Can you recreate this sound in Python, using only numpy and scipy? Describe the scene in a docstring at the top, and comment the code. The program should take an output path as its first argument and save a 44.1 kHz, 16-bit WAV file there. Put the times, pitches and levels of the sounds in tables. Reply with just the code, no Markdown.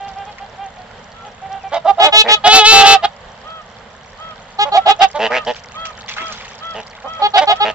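"""On the shore of a winter lake, two trumpeter swans honk at each other in overlapping, brassy bursts.
A lower voice and a raspy young one join in. Each voice is a stream of air puffs that rings a long
windpipe; pushing harder adds blare. Further off, other swans honk softly, a waterbird repeats a thin
cry and a faint whistle falls. Ducks splash and water laps, both as tiny ringing drops, over a quiet
outdoor hush. The loudest honks overload the input and distort."""
import sys
import numpy as np
from scipy import signal
from scipy.fft import rfft, irfft
from scipy.io import wavfile
from scipy.ndimage import uniform_filter1d

SR = 44100
rng = np.random.default_rng(int(sys.argv[2]) if len(sys.argv) > 2 else 0)


def output_pcm(signal):
    """Save a mono or channel-first signal as 16-bit PCM at the path in sys.argv[1].

    Samples are clipped to [-1, 1] before scaling.
    """
    pcm = np.clip(np.atleast_2d(signal).T, -1, 1) * 32767
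    wavfile.write(sys.argv[1], SR, np.round(pcm).astype(np.int16))


N = 341334
TIME = np.arange(N) / SR

# Levels in all tables are relative: the functions set the final loudness.
# Resonances, the pitches at which a throat rings. TONE is the round part, BLARE the brassy part.
# Each row: centre in Hz, width in Hz, level in dB.
HIGH_TONE = [(440.7, 36, 3.5), (837, 83, 12.5), (1323.6, 112, 10.5)]
HIGH_BLARE = [(1637, 126, -7), (2093, 74, -9), (2614, 138, 0.5), (2974, 127, 2), (3407, 237, 3),
              (3935, 380, 1.5), (4330, 326, -4.5), (5000, 290, -18)]
YODEL_TONE = [(390, 27, -13.5), (705.5, 163, 9), (1246, 82, -2)]
YODEL_BLARE = [(1539, 370, -2), (2086, 160, -1.5), (2417, 540, -7), (2560, 34, -11), (2850, 540, 0.5),
               (3680, 220, 2), (4700, 900, -10)]
LOW_TONE = [(273, 61, -20), (661, 420, 0.5), (862, 69, 3), (1030, 74, -9.5)]
LOW_BLARE = [(1630, 110, -2), (2030, 820, -5), (3100, 1300, -7.5)]
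RASPY_TONE = [(215.4, 70, 2), (490, 67, 17.5), (641, 170, 17.6), (848, 81, 19)]
SOFT_THROAT = [(402, 110, -13.5), (734, 128, 10), (1127, 110, -8.5), (1545, 220, -6), (1796, 380, -6.5),
               (2300, 570, -12), (2800, 81, -8.5), (3200, 430, -10.5)]
FAR_THROAT = [(655, 120, -13), (1310, 200, 0), (1960, 250, -14), (2620, 300, -18), (3270, 300, -7),
              (3900, 400, -20)]
# Short honks. Each row: start and length in seconds, top pitch in Hz, tone and blare in dB,
# shrill edge in dB compared with the blare.
HIGH_HONKS = [(1.993, 0.089, 427.3, -10.5, -9, -9), (2.119, .11, 432.5, -13.5, -4.5, -6.5),
              (2.277, .082, 428.5, -12.5, -7.5, -3), (3.034, 0.029, 415.4, -9, -14.5, -1),
              (4.583, 0.067, 418.3, -12, -16, 5), (4.714, 0.074, 415.4, -14, -20, 7.5),
              (4.854, 0.08, 426, -11, -14, 0), (5.002, 0.049, 427.2, -11, -12.5, -5),
              (7.213, 0.067, 416.7, -10, -19, -17.5), (7.333, 0.065, 418.7, -11.5, -14.5, -15),
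              (7.467, 0.065, 419.8, -10.5, -14, -6), (7.598, 0.056, 423, -11, -16, -14)]
LOW_HONKS = [(1.714, 0.072, 298, -18, -19.5, -4), (2.034, 0.073, 304.4, -12, -16, 1),
             (4.646, 0.064, 287.3, -20, -32.5, -2), (5.14, .055, 301.8, -16.5, -23, -8),
             (7.035, 0.054, 273.3, -24.5, -50, -9), (7.188, 0.055, 290.8, -23, -28.5, -7),
             (7.404, .052, 302.9, -12, -14, -3)]
# The high swan's one long call, pushed three times. Each row: time in seconds, pitch in Hz.
TRUMPET_PITCH = [(2.436, 411), (2.45, 417.3), (2.478, 431.2), (2.484, 420.3), (2.56, 443.7), (2.616, 423.5),
                 (2.64, 414.6), (2.66, 436.1), (2.734, 440.3), (2.8, 435.8), (2.824, 430.2), (2.836, 409),
                 (2.87, 436), (2.936, 435.4), (2.964, 420.8)]
# The high swan turns its head. Each row: time in seconds, delay on the left in milliseconds.
HIGH_SWAN_LAG = [(2.37, .17), (2.43, .06), (3.0, .06), (4.5, .17)]
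# Honks that break upward. Each row: start, length and time spent low in seconds, top pitch in Hz,
# tone and blare in dB.
YODELS = [(1.72, 0.074, 0.042, 342, -14, -29.5), (1.84, .086, .034, 403, -6.5, -29),
          (1.968, 0.098, 0.049, 390, -8.5, -26), (2.12, .06, 0.041, 340, -13, -24),
          (2.441, 0.056, 0.023, 378, -0.5, -8), (2.509, 0.097, 0.0037, 386, -7.5, -18.5),
          (2.704, 0.27, 0.003, 396, -5.5, -16), (3.018, 0.05, 0.027, 380, -9, -12.5),
          (4.733, .07, 0.033, 393, -5, -27), (4.85, 0.074, .032, 402, -5, -18.5),
          (4.986, 0.079, 0.025, 393, -4.5, -14.5), (7.344, 0.068, 0.028, 388, -5.5, -13),
          (7.48, 0.067, 0.039, 389, -9.5, -23.5)]
# The young swan's grunts. Each row: start and length in seconds, puffs per second, tone and bill
# levels in dB, the bill's swell time in seconds, its first and last resonance in Hz.
GRUNTS = [(2.237, .1, 118, -24.5, -13, 0.11, 1490, 3140),
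          (5.185, 0.1, 113.6, -21, -13.5, 0.068, 2570, 2960), (5.298, .1, 128, -23, -12, 0.051, 1126, 3100),
          (5.462, .066, 124, -22, -19.5, .012, 3220, 2690),
          (6.742, 0.076, 112, -32.5, -28.5, 0.0062, 3040, 2603),
          (7.64, 0.078, 111.5, -24, -18, 0.026, 2400, 2900)]
# Distant swans and a far waterbird. Each row: start and length in seconds, top pitch in Hz, level in dB.
SOFT_HONKS = [(-.02, 0.16, 397.4, -42), (.155, 0.1, 396, -41.5), (.265, 0.054, 416, -46),
              (.405, 0.048, 400, -45), (.58, 0.11, 393.5, -41.5), (.775, 0.069, 363, -47.5),
              (1.235, 0.065, 419, -49), (1.42, 0.061, 390, -43), (1.495, 0.1, 391, -39.5),
              (1.64, 0.04, 392, -40)]
FAR_CRIES = [(1.13, 0.17, 675, -41), (2.33, 0.053, 642, -23.5), (2.85, .17, 641.3, -26.5),
             (3.445, 0.18, 649, -31.5), (4.185, 0.16, 650, -31), (4.73, 0.19, 668, -33.5),
             (5.275, 0.17, 635, -27.5), (5.745, 0.17, 654.7, -26.5), (6.165, 0.16, 655.4, -26),
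             (6.61, 0.15, 664.6, -27), (7.05, 0.18, 652, -27.5), (7.535, 0.2, 661, -29)]
# A falling whistle. Each row: start and length in seconds, first and final pitch in Hz, level in dB.
WHISTLES = [(1.585, 0.14, 3200, 2296, -48)]
# Ducks splashing. Each row: start in seconds, level in dB, seconds to fade by 20 dB, centre in Hz.
SPLASHES = [(0.08, -41, 0.031, 3750), (0.383, -32, 0.017, 1390), (1.742, -24, 0.0052, 5000),
            (5.557, -36.5, 0.051, 4000), (5.853, -30, 0.036, 3485), (6.081, -30, 0.086, 2800),
            (6.104, -36, 0.069, 3500), (6.165, -27.5, 0.075, 1730), (6.205, -46, 0.16, 1900),
            (6.207, -30.5, 0.06, 307), (6.261, -40.5, 0.55, 3200), (6.322, -27.5, 0.022, 4600),
            (6.356, -55, 0.031, 4000), (6.404, -54, 0.072, 3027), (6.446, -49, 0.037, 3460),
            (6.497, -44, 0.054, 2600), (7.022, -44, 0.0306, 3255), (7.558, -32.5, 0.02, 2800)]
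# Water stirred by the birds. Each row: time in seconds, level in dB.
LAPPING = [(0.0, -49), (3.4, -51), (6.2, -38.5), (7.74, -46.5)]
# The outdoor hush from bass to treble. Each row: frequency in Hz, level in dB.
HUSH_SPECTRUM = [(15, -55), (25, 0), (59, -0.5), (230, -2), (314, -20), (471, -1.5), (815, -1), (1190, -7),
                 (1970, -8.5), (2500, -17), (3100, -12), (6660, -29.5), (7500, -24.5), (9750, -76),
                 (16500, -120)]
# How alike the hush is on both sides. Each row: frequency in Hz, likeness (1 means the same).
HUSH_LIKENESS = [(30, 0.97), (250, 0.98), (800, 0.74), (2000, 0.4), (6000, 0.16)]


def swan_voice(controls, tone, blare, jitter, rasp, tone_db, blare_db, lag_ms, tone_pan_db, blare_pan_db):
    """The long windpipe rings with a round tone; pushing harder adds blare, then a shrill edge."""
    pitch, tone_gain, effort, shrill_db = controls
    puffs = voice_box(pitch, jitter, rasp, shimmer_db=.8)
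    airy = puffs + .7 * rng.standard_normal(N)
    edge = throat(airy, [(4600, 970, 9.3), (5330, 2000, 2.8), (6780, 380, 5.6)])
    bright = from_db(blare_db) * effort * (throat(puffs, blare) + from_db(shrill_db) * effort * edge)
    mellow = from_db(tone_db) * tone_gain * throat(puffs, tone)
    return place(mellow, lag_ms, tone_pan_db) + place(bright, lag_ms, blare_pan_db)


def voice_box(pitch, jitter, rasp, shimmer_db=1):
    """One sharp puff a cycle. Jitter shakes its pitch, shimmer its strength; rasp adds air noise."""
    phase = 2 * np.pi * np.cumsum(pitch * (1 + jitter * drift(300))) / SR
    sharpness = .96
    puffs = np.real(1 / (1 - sharpness * np.exp(1j * phase))) - 1
    air = rng.standard_normal(N) * (1 + np.cos(phase))
    return (rms_one(puffs) + rasp * air) * from_db(shimmer_db * drift(220))


def throat(x, resonances):
    """The throat rings at several pitches at once; their sum is held at level 1."""
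    rings = (from_db(db) * resonate(resonate(x, hz, width), hz, width) for hz, width, db in resonances)
    return hold_level(sum(rings))


def honks(calls, attack_s, release_s, push_share, slacken_s, sag, slack_db):
    """Controls for plain honks: the push of air builds, lifting pitch and blare, then slackens."""
    age, length, hz, tone_db, blare_db, shrill_db = current_call(calls)
    voiced = envelope(age, length, attack_s, release_s) ** 2
    slack = 1 - envelope(age, length, push_share * length, slacken_s)
    effort = voiced * from_db(blare_db - slack_db * slack)
    return [hz * (1 - sag * slack), voiced * from_db(tone_db), effort, shrill_db]


def with_trumpet(controls, tone_db, top_blare_db, shrill_db, blare_db_per_hz):
    """Between the short honks comes one long call that blares harder as its pitch climbs."""
    times, hz = np.transpose(TRUMPET_PITCH)
    pitch = np.interp(TIME, times, hz)
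    voiced = envelope(TIME - times[0], times[-1] - times[0], attack_s=.012, release_s=.031) ** 2
    blare_db = top_blare_db - blare_db_per_hz * (hz.max() - pitch)
    trumpet = [pitch, voiced * from_db(tone_db), voiced * from_db(blare_db), shrill_db]
    return [np.where(voiced > 0, long, short) for long, short in zip(trumpet, controls)]


def high_swan():
    """Steady puffs make clear, high honks and one long trumpet call."""
    calls = honks(HIGH_HONKS, attack_s=.012, release_s=.013, push_share=.75, slacken_s=.02,
                  sag=.035, slack_db=11)
    calls = with_trumpet(calls, tone_db=-9.5, top_blare_db=-1, shrill_db=-1, blare_db_per_hz=.5448)
    return swan_voice(calls, HIGH_TONE, HIGH_BLARE, jitter=.004, rasp=.16, tone_db=-1.3, blare_db=1.57,
                      lag_ms=over_time(HIGH_SWAN_LAG), tone_pan_db=-1.5, blare_pan_db=-.05)


def yodelling_swan(low_hz=339.6, break_s=.0073, dip_db=4.5, sag_s=.034, sag=.11, shrill_db=-8.5):
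    """Each honk starts low, hoarse and dull, breaks upward with a catch, and sags at the end."""
    age, length, low_s, hz, tone_db, blare_db = current_call(YODELS)
    low = .5 - .5 * np.tanh((age - low_s) / break_s)   # 1 before the break, 0 after
    spent = np.clip(1 - (length - age) / sag_s, 0, 1) ** 2
    pitch = (hz + low * (low_hz - hz)) * (1 - sag * spent)
    catch = from_db(-dip_db * np.exp(-((age - low_s) / break_s) ** 2))
    voiced = envelope(age, length, attack_s=.037, release_s=.02) ** 2 * catch
    tone_gain = voiced * from_db(tone_db + 1.5 * low)
    effort = voiced * from_db(blare_db - 8 * low) * (1 - spent)
    rough = 1 + 3 * low
    return swan_voice([pitch, tone_gain, effort, shrill_db], YODEL_TONE, YODEL_BLARE,
                      jitter=.006 * rough, rasp=.26 * rough, tone_db=-1, blare_db=2.5,
                      lag_ms=.034, tone_pan_db=-4.5, blare_pan_db=-2.5)


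def low_swan():
    """Slower, shakier puffs with more air make low, husky honks."""
    calls = honks(LOW_HONKS, attack_s=.014, release_s=.02, push_share=.4, slacken_s=.039,
                  sag=.11, slack_db=9.5)
    return swan_voice(calls, LOW_TONE, LOW_BLARE, jitter=.018, rasp=.53, tone_db=-1.94, blare_db=-8,
                      lag_ms=.051, tone_pan_db=-4, blare_pan_db=-2.5)


def raspy_swan(tone_db=5, bill_db=-5, hoarse_db=-7, slack_db=3, sag=.11, attack_s=.013, release_s=.023):
    """Slow, ragged puffs ring the windpipe and the opening bill, over a broad hoarse edge."""
    age, length, pitch, grunt_db, open_db, swell_s, from_hz, to_hz = current_call(GRUNTS)
    slack = 1 - envelope(age, length, length / 2, length / 2)
    voiced = envelope(age, length, attack_s, release_s)
    puffs = voice_box(pitch * (1 - sag * slack), jitter=.028, rasp=.2, shimmer_db=2.5)
    tone = from_db(tone_db + grunt_db - slack_db * slack) * voiced * throat(puffs, RASPY_TONE)
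    ragged = puffs + (.7 + .7 * np.sqrt(np.abs(puffs))) * rng.standard_normal(N)
    bill_hz = from_hz + (to_hz - from_hz) * np.clip(age / length, 0, 1)
    ring = hold_level(glide(ragged, bill_hz, width=450))
    hoarse = from_db(hoarse_db) * throat(ragged, [(1900, 650, 3.5), (4000, 4200, -11.5)])
    bill = hold_level(keep_band(ring + hoarse, [1100, 4930], order=2, kind="band"))
    bill *= from_db(bill_db + open_db) * voiced * envelope(age, length, swell_s, release_s)
    return place(tone, lag_ms=.02, pan_db=-2) + place(bill, lag_ms=.03, pan_db=-.5)


def distant_bird(calls, resonances, jitter, rasp, rise, fall, sag, level_db=0, fade_s=.009):
    """Every call arches in pitch and loudness, rising and falling over set shares of its length."""
    age, length, hz, db = current_call(calls)
    arch = envelope(age + fade_s, length + 2 * fade_s, rise * length, fall * length)
    puffs = voice_box(hz * (1 - sag * (1 - arch)), jitter, rasp)
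    return from_db(level_db + db) * arch * throat(puffs, resonances)


def whistle(fall_s=.035):
    """A faint, nearly pure tone from further out drops quickly and levels off."""
    age, length, from_hz, to_hz, db = current_call(WHISTLES)
    pitch = to_hz + (from_hz - to_hz) * np.exp(-np.maximum(age, 0) / fall_s)
    tone = np.sin(2 * np.pi * np.cumsum(pitch * (1 + .0076 * drift(140))) / SR)
    gain = from_db(db) * envelope(age, length, attack_s=.02, release_s=.02)
    return place(gain * tone, lag_ms=0, pan_db=7)


def duck_splashes(level_db=4.5, spray=.41, attack_s=.00026):
    """Each splash is a dense burst of drops and spray that dies quickly."""
    water = droplets(per_s=1800, spread_db=3.7, cycles=14) + spray * rng.standard_normal(N)
    out = np.zeros((2, N))
    for start, db, decay_s, hz in SPLASHES:
        span = slice(int(start * SR), int((start + .3) * SR))
        burst = rms_one(resonate(water[:, span], hz, width=.9 * hz))
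        age = np.arange(burst.shape[1]) / SR
        attack = 1 - np.exp(-age / attack_s)
        out[:, span] += burst * attack * from_db(level_db + db - 20 * age / decay_s)
    return out


def droplets(per_s, spread_db, cycles, pitches=17):
    """Tiny bubbles and drops of many sizes ring for a few cycles, each pitch from its own side."""
    kicks = from_db(spread_db * np.minimum(rng.exponential(1, N), 4)) * rng.choice([-1, 1], N)
    kicks *= rng.random(N) < per_s / SR
    pitch_index = rng.integers(0, pitches, N)
    out = 0
    for k, hz in enumerate(np.geomspace(850, 6500, pitches)):
        rings = rms_one(resonate(kicks * (pitch_index == k), hz, hz / cycles))
        out = out + place(rings, lag_ms=rng.uniform(.02, .13), pan_db=rng.normal(0, 2))
    return rms_one(out)


def shore_echo(x, near_db=-4, near_s=.078, far_db=-44.5, far_s=.67, dull_hz=4000):
    """A quick scatter from the bank and a faint, dull tail from across the water."""
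    age = TIME[:SR]
    bank = from_db(near_db - 60 * age / near_s) / np.sqrt(near_s)
    tail = from_db(far_db - 60 * age / far_s) / np.sqrt(far_s)
    echoes = rng.standard_normal((2, SR)) * (bank + tail) * (age > .004)
    echoes *= np.sqrt(np.log(10 ** 6) / SR)   # gives a full 60 dB fade an energy of 1
    return signal.fftconvolve(x, keep_band(echoes, dull_hz), axes=1)[:, :N]


def hush(level_db=-39.5):
    """Gently wavering air and far-off noise, alike in both ears in the bass."""
    hz = np.arange(N // 2 + 1) * SR / N
    shared, apart = rfft(rng.standard_normal((2, N))) * from_db(at_hz(HUSH_SPECTRUM, hz))
    alike = at_hz(HUSH_LIKENESS, hz)
    air = rms_one(irfft(np.sqrt(1 + alike) * shared + np.sqrt(1 - alike) * apart * [[1], [-1]], N))
    return air * from_db(level_db + drift(11)) * from_db([[-1.1], [1.1]])


def current_call(calls):
    """For every moment, the age of the call under way and the other columns of its row."""
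    rows = np.array(calls, float)
    under_way = np.maximum(np.searchsorted(rows[:, 0], TIME + .004) - 1, 0)
    start, *columns = rows.T[:, under_way]
    return TIME - start, *columns


def envelope(age, length, attack_s, release_s):
    """Fade in, hold at 1, fade out; 0 outside the call."""
    fade_in = np.sin(np.pi / 2 * np.clip(age / attack_s, 0, 1))
    fade_out = np.sin(np.pi / 2 * np.clip((length - age) / release_s, 0, 1))
    return fade_in * fade_out


def resonate(x, hz, width):
    """Ring at one pitch; a narrower width rings longer."""
    r = np.exp(-np.pi * width / SR)
    feedback = [1, -2 * r * np.cos(2 * np.pi * hz / SR), r * r]
    return signal.lfilter(np.array([1, 0, -1]) * (1 - r * r) / 2, feedback, x + 1e-18)


def glide(x, hz, width):
    """Ring at a moving pitch: shift down, smooth, shift back."""
    turn = np.exp(2j * np.pi * np.cumsum(hz) / SR)
    return np.real(keep_band(x / turn, width / 2) * turn)


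def keep_band(x, hz, order=1, kind="low"):
    """Keep what lies below one frequency, or between two."""
    return signal.sosfilt(signal.butter(order, hz, kind, fs=SR, output="sos"), x)


def place(x, lag_ms, pan_db):
    """Two microphones: the left hears the source later by the lag and louder by the pan."""
    delayed = np.interp(TIME - lag_ms / 1000, TIME, x)
    return np.array([delayed * from_db(pan_db / 2), x * from_db(-pan_db / 2)])


def drift(rate):
    """A random wander that turns `rate` times a second."""
    knots = rng.standard_normal(N // 8)
    return np.interp(TIME * rate, np.arange(len(knots)), knots)


def over_time(points):
    """Join timed points with straight lines."""
    return np.interp(TIME, *np.transpose(points))


def at_hz(points, hz):
    """Read between a table's frequencies, with octaves evenly spaced."""
    known_hz, value = np.transpose(points)
    return np.interp(np.log(np.maximum(hz, 1)), np.log(known_hz), value)


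def hold_level(x):
    """Keep the level at 1 from moment to moment."""
    return x / np.sqrt(np.abs(uniform_filter1d(x * x, size=800)) + 1e-12)


def rms_one(x):
    """Set the average level to 1."""
    return x / np.sqrt(np.mean(x ** 2) + 1e-20)


def from_db(db):
    """Turn decibels into a multiplier."""
    return 10 ** (np.asarray(db) / 20)


def overload(x, top):
    """Flatten peaks that reach the top."""
    return x / (1 + (x / top) ** 12) ** (1 / 12)


def scene():
    """Four swans near the shore, other birds further off, water and the hush of the lake."""
    birds = high_swan() + yodelling_swan() + low_swan() + raspy_swan()
    soft_swans = distant_bird(SOFT_HONKS, SOFT_THROAT, jitter=.022, rasp=.1, rise=.4, fall=.65,
                              sag=.048, level_db=12.5)
    waterbird = distant_bird(FAR_CRIES, FAR_THROAT, jitter=.004, rasp=.05, rise=.4, fall=.5, sag=.1)
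    birds += place(soft_swans, lag_ms=.01, pan_db=-1) + place(waterbird, lag_ms=-.12, pan_db=-1.5)
    lapping = from_db(over_time(LAPPING)) * droplets(per_s=450, spread_db=3.8, cycles=13)
    birds += whistle() + duck_splashes()
    return birds + shore_echo(birds) + lapping + hush()


def record(dry):
    """Loud honks overload the input; the treble is cut sharply, and what overshoots clips again."""
    treble_cut = signal.ellip(10, .3, 80, 7750, fs=SR, output="sos")
    narrow = signal.sosfilt(treble_cut, overload(dry, top=.95))
    clipped = overload(narrow, top=1)   # throws new treble above the cut
    return keep_band(clipped, hz=17000, order=10)


dry = scene()
out = record(dry)
output_pcm(out)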